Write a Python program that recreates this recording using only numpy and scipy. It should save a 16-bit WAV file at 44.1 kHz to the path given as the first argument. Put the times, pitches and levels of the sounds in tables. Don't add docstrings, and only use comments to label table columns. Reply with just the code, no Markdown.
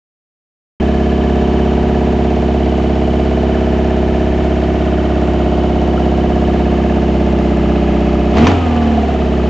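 import sys
import numpy as np
from scipy import signal
from scipy.fft import rfft, irfft, next_fast_len
from scipy.io import wavfile
from scipy.ndimage import map_coordinates

SR = 44100
rng = np.random.default_rng(int(sys.argv[2]) if len(sys.argv) > 2 else 0)


def boost_factor(decibels):
    exponent = np.asarray(decibels, float) / 20
    return 10 ** exponent


def master_out(mix):
    frames = np.transpose(np.atleast_2d(mix))
    ceiling = np.clip(frames, -1, 1)
    pcm = np.round(ceiling * 32767).astype(np.int16)
    wavfile.write(sys.argv[1], SR, pcm)


N = 418709

IDLE_HZ, REV_SPAN_HZ = 16.85, 5.5
OPEN_S, OPENING_S, SHUT_S, SHUTTING_S = 8.325, 0.05, 8.505, 0.03


def unit(x):
    return x / np.sqrt(np.mean(x ** 2) + 1e-20)


def along(points, hz):
    f, v = np.transpose(points)
    return np.interp(np.log(hz + 1), np.log(f + 1), v)


def wobble(rate):
    knots = rng.standard_normal(int(N * rate / SR) + 4)
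    return map_coordinates(knots, [np.arange(N) * rate / SR])


def filtered(x, response):
    m = next_fast_len(N + SR // 2)
    return irfft(rfft(x, m) * response(np.fft.rfftfreq(m, 1 / SR)), m)[..., :N]


def pipe(modes):
    def response(f):
        total = 0
        for k, (centre, width, db) in enumerate(modes):
            damping = 1j * f * width
            total = total + (-1) ** k * boost_factor(db) * damping / (centre * centre - f * f + damping)
        return total
    return response


def level(throttle, fast, idle_db, open_db, speed_db):
    return boost_factor(idle_db + open_db * throttle + speed_db * fast)


def once_a_cycle(turns, place, late_s, scatter_db):
    cycles = 250
    luck = rng.standard_normal((cycles, 2))
    at = np.interp(np.arange(cycles) + place, turns, np.arange(N), right=N + SR)
    near = np.minimum(at, N - 1).astype(int)
    at = np.clip(at + SR * late_s[near] * luck[:, 0], 0, N)
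    size = boost_factor(scatter_db[near] * luck[:, 1])
    whole = at.astype(int)
    part = at - whole
    first = np.bincount(whole, size * (1 - part), N + 2)
    second = np.bincount(whole + 1, size * part, N + 2)
    return (first + second)[:N]


def burst(impulses, length_s):
    return signal.lfilter([1], [1, -np.exp(-1 / (SR * length_s))], impulses)


def rattle(turns, channels):
    memory = 18
    steps = int(SR / IDLE_HZ)
    takes = rng.standard_normal((channels, 12, steps))
    age = np.clip(turns, 0, None) / memory
    place = (turns % 1 * steps).astype(int)
    old = age.astype(int)
    fade = age % 1 * np.pi / 2
    return np.cos(fade) * takes[:, old, place] + np.sin(fade) * takes[:, old + 1, place]


# (time [s], four-stroke cycles per second [Hz])
ENGINE_SPEED = [(0.8, 17.004), (1.6, 16.904), (2.4, 16.901), (3.3, 16.861), (4.0, 16.739), (4.8, 16.862),
                (5.5, 16.629), (6.4, 16.651), (7.1, 16.443), (7.8, 16.079), (8.33, 16.128), (8.41, 18.872),
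                (8.5, 22.763), (8.57, 21.703), (8.7, 19.902), (8.9, 18.974), (9.2, 17.067), (9.49, 16.529)]


def controls():
    t = np.arange(N) / SR
    times, rates = np.transpose(ENGINE_SPEED)
    rate = np.interp(t, times, rates)
    turns = np.cumsum(rate) / SR - 12.006 + 0.0012 * wobble(9)
    opening = np.clip((t - OPEN_S) / OPENING_S, 0, 1)
    throttle = opening * np.exp(-np.clip(t - SHUT_S, 0, None) / SHUTTING_S)
    return turns, throttle, np.clip((rate - IDLE_HZ) / REV_SPAN_HZ, 0, 1)


# (place in the cycle [0-1], bark level [dB], puff level [dB])
CYLINDER_FIRINGS = [
    (.216, 0, 0),
    (.427, 17.3, 1),
    (.716, -.2, -2),
    (.929, 16.8, -1),
]
# (frequency [Hz], width [Hz], level [dB])
FIRST_BANK = [(67, 111, 2.7), (130, 25, -3.6), (180, 25, -6.1), (285, 74, 2.4), (293, 25, 7.9),
              (491, 68, -9.3), (530, 54, 1.0), (532, 25, 1.1)]
# (frequency [Hz], width [Hz], level [dB])
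SECOND_BANK = [(43, 74, -16.4), (108, 25, -16.3), (319, 52, -1.0), (316, 90, -9.0), (341, 25, -2.9),
               (335, 40, -0.2), (473, 25, -27.0), (576, 25, -33.2)]
# (frequency [Hz], width [Hz], level [dB])
TAIL_PIPE = [(211, 8.1, -5.5), (344.6, 31.4, -8), (457, 16, -9), (623.2, 10, 4.5), (672, 12, -2),
             (860, 22.5, -13), (931, 34, -17), (1228, 34, -15)]
# (frequency [Hz], width [Hz], level [dB])
TIN_SHROUD = [(716, 14, 0)]
# (frequency [Hz], width [Hz], level [dB])
BANK_COLLECTOR = [(226.7, 29, 7), (374, 52, -7), (151, 46, -5.5)]


def exhaust(turns, throttle, fast):
    rough = 0.04 + 0.35 * fast
    off_idle = np.clip(fast / 0.3, 0, 1)
    steady = IDLE_HZ * np.arange(N) / SR
    calm = 0.04 * np.ones(N)
    joint = 0.075

    def keep_step(x):
        return np.interp(turns / IDLE_HZ * SR, np.arange(N), x)

    def silencer(hz):
        return 1 / (1 + (86 / (hz + 1)) ** 12) / (1 + (hz / 560) ** 12)

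    def banks(hz):
        return silencer(hz) * np.array([pipe(FIRST_BANK)(hz), pipe(SECOND_BANK)(hz)])

    fire = [once_a_cycle(steady, place, 0.0008 * calm, 6 * calm) for place, _, _ in CYLINDER_FIRINGS]
    blows = [boost_factor(bark_db) * p for (_, bark_db, _), p in zip(CYLINDER_FIRINGS, fire)]
    bark = filtered(np.array([blows[0] + blows[2], blows[1] + blows[3]]), banks).sum(axis=0)

    leak = once_a_cycle(steady, joint, 0.0017 * calm, 9 * calm)
    ring = unit(keep_step(filtered(leak, pipe(TAIL_PIPE))))
    ring = filtered(ring, lambda hz: 0.25 + 0.75 / (1 + (hz / 760) ** 30))
    leak = once_a_cycle(turns, joint, 0.001 * rough, 9 * rough)
    ring = ring + boost_factor(-4) * unit(filtered(leak, pipe(TIN_SHROUD)))

    firings = sum(once_a_cycle(turns, k / 4, 0.0008 * rough, 6 * rough) for k in range(4))
    even = filtered(firings, lambda hz: -pipe(BANK_COLLECTOR)(hz) / (1 + 1j * hz / 600) ** 2)

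    puffs = sum(boost_factor(puff_db) * p for (_, _, puff_db), p in zip(CYLINDER_FIRINGS, fire))
    puffs = keep_step(burst(puffs, 0.0074))
    boom = np.sqrt(2) * np.cos(2 * np.pi * 4 * (turns + 0.06)) * boost_factor(0.37 * wobble(13))

    out = level(throttle, fast, -16.9, 3, 2.5) * boom
    out = out + level(throttle, fast, -14.5, 3.1, -13) * unit(keep_step(bark))
    out = out + level(throttle, fast, -25, 0, -12) * boost_factor(6 * off_idle) * ring
    out = out + level(throttle, fast, -43, 7, -8) * boost_factor(27 * off_idle) * unit(even)
    return out, puffs


# (time [s], peak level [dB], time to fall 60 dB [s])
PIPE_CRACKS = [
    (8.3088, -19.5, 0.029),
    (8.37, -9.5, 0.053),
    (8.3832, -7, 0.045),
    (8.469, 2, 0.03),
    (8.4766, -3.5, 0.035),
    (8.4871, -11, 0.022),
    (8.516, -6, 0.013),
    (8.8192, -21.5, 0.13),
]
# (frequency [Hz], level [dB])
CRACK_COLOUR = [(290, -17), (500, -3), (703, -11), (989, -1), (1370, -6.5), (1910, -8), (6410, -24),
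                (8300, -40.5), (10800, -72), (18300, -120)]
# (time [s], level [dB], frequency [Hz], time to fall 60 dB [s])
PANEL_KNOCK = [
    (5.977, -10.5, 1350, 0.026),
]


def spits():
    out = np.zeros(N + SR)
    t = np.arange(SR // 5) / SR
    for s, db, t60 in PIPE_CRACKS:
        out[round(s * SR):][:len(t)] += boost_factor(db + 8.5 - 60 * t / t60) * rng.standard_normal(len(t))
    out = filtered(out[:N], lambda hz: boost_factor(along(CRACK_COLOUR, hz)))
    for s, db, hz, t60 in PANEL_KNOCK:
        onset = 1 - np.exp(-t / 0.0016)
        out[round(s * SR):][:len(t)] += boost_factor(db - 60 * t / t60) * np.sin(2 * np.pi * hz * t) * onset
    return out


# (frequency [Hz], level [dB])
RUSH_COLOUR = [(60, -25.5), (100, -15), (400, -13), (550, -20.5), (700, -15), (790, -18), (1070, -26),
               (1480, -30), (2990, -33), (3300, -37.5), (5000, -46.5), (7130, -52), (8300, -50.5),
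               (10800, -120)]
# (frequency [Hz], share [0-1])
RETURNING_SHARE = [(100, .65), (500, .85), (900, .85), (1200, .7), (1800, .6), (3100, .6), (4200, .15),
                   (8000, .05)]
# (frequency [Hz], likeness [0-1])
STEREO_LIKENESS = [(60, 0.98), (140, 1.0), (310, 0.8), (700, 0.87), (1590, 0.68), (3620, 0.86), (8220, 1)]


def rush(turns, puffs):
    swell = (2.5 + unit(puffs) * 0.12) * boost_factor(0.24 * wobble(25))
    air = rng.standard_normal((2, N)) * swell
    tin = rattle(turns, channels=2) * swell
    pair = filtered(air, lambda hz: np.sqrt(1 - along(RETURNING_SHARE, hz)))
    pair = pair + filtered(tin, lambda hz: np.sqrt(along(RETURNING_SHARE, hz)))

    def spread(hz):
        angle = np.arccos(np.clip(along(STEREO_LIKENESS, hz), -1, 1)) / 2
        return boost_factor(along(RUSH_COLOUR, hz)) * np.array([np.cos(angle), np.sin(angle)])

    mid, side = filtered(pair, spread)
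    treble = np.sqrt(np.mean(filtered(mid, lambda hz: hz > 1000) ** 2))
    return np.array([mid + side, mid - side]) / treble


# (place in the cycle [0-1], frequency [Hz], width [Hz], burst length [s], level [dB])
VALVE_TICKS = [(.41, 1230, 90, .0016, -11), (.16, 1400, 250, .002, -13), (.58, 3020, 90, .004, -14),
               (.31, 3020, 120, .004, -15), (.04, 2600, 120, .0015, -17), (.95, 1720, 60, .003, -11),
               (0, 880, 120, .003, -12), (.15, 2700, 500, .002, -17)]


def valves(turns):
    still = np.ones(N)
    grit = rattle(turns, channels=1)[0] + 0.35 * rng.standard_normal(N)
    out = np.zeros(N)
    for place, hz, width, length_s, db in VALVE_TICKS:
        tick = burst(once_a_cycle(turns, place, 0 * still, 0.88 * still), length_s) * grit
        for w in (4 * width, width):
            tick = signal.lfilter(*signal.iirpeak(hz, hz / w, SR), tick)
        out += boost_factor(db) * unit(tick)
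    return out


def fan(turns, fast):
    blades, rise_s = 60, 0.07
    rise = np.clip((np.arange(N) / SR - SHUT_S) / rise_s, 0, 1) ** 2
    slowed_hz = np.clip(20 - IDLE_HZ - REV_SPAN_HZ * fast, 0, None)
    angle = 2 * np.pi * blades * turns + 0.6 * wobble(50)
    tone = np.sin(angle) + boost_factor(-14) * np.sin(2 * angle)
    return rise * boost_factor(-28.5 - 8 * slowed_hz + 2.5 * wobble(30)) * tone


def wind(throttle, fast):
    low = filtered(rng.standard_normal(N), lambda hz: (hz / 30) ** 2 / (1 + (hz / 36) ** 6))
    throb = filtered(rng.standard_normal(N), lambda hz: pipe([(50.5, 5, 0)])(hz) ** 2)
    gusts = boost_factor(1.5 * wobble(5.3) + 1.5 * wobble(4.2))
    return level(throttle, np.sqrt(fast), -50, 1.5, 16) * gusts * unit(low) + boost_factor(-34) * unit(throb)


# (frequency [Hz], level [dB])
LEFT_OVER_RIGHT = [(60, 0.0), (110, 0.0), (210, -1.1), (380, -1.7), (700, -3), (1300, 0.77), (2400, 0.0),
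                   (4440, 0.48), (8220, 0.0)]
# (frequency [Hz], phase [rad])
LEFT_RIGHT_PHASE = [(0, 0), (2240, 0.048), (2500, 0), (3100, 0.99), (4220, 0), (8350, 0)]


def scene():
    turns, throttle, fast = controls()
    pipes, puffs = exhaust(turns, throttle, fast)
    direct = pipes + spits() + fan(turns, fast) + wind(throttle, fast)
    direct = direct + level(throttle, fast, -33, 1, 2) * valves(turns)

    def port(hz, side):
        return boost_factor(along(LEFT_OVER_RIGHT, hz) / 2 * side) * np.exp(0.5j * along(LEFT_RIGHT_PHASE, hz) * side)

    stereo = filtered(direct, lambda hz: 0.91 * np.array([port(hz, 1), port(hz, -1)]))
    return stereo + boost_factor(-2.0) * level(throttle, fast, -31, 7.5, 3) * rush(turns, puffs)


def roll_off(x):
    return signal.sosfilt(signal.butter(12, 8820, fs=SR, output="sos"), x)


def record(dry):
    start_s, fade_s = 0.7995, 0.00061
    x = filtered(dry + 0.008, lambda hz: 1 / (1 + (hz / 7656) ** 40))
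    x = x * np.clip((np.arange(N) / SR - start_s) / fade_s, 0, 1)
    x = x / (1 + abs(x / 1.02) ** 8) ** (1 / 8)
    return roll_off(x)


dry = scene()
out = record(dry)
master_out(out)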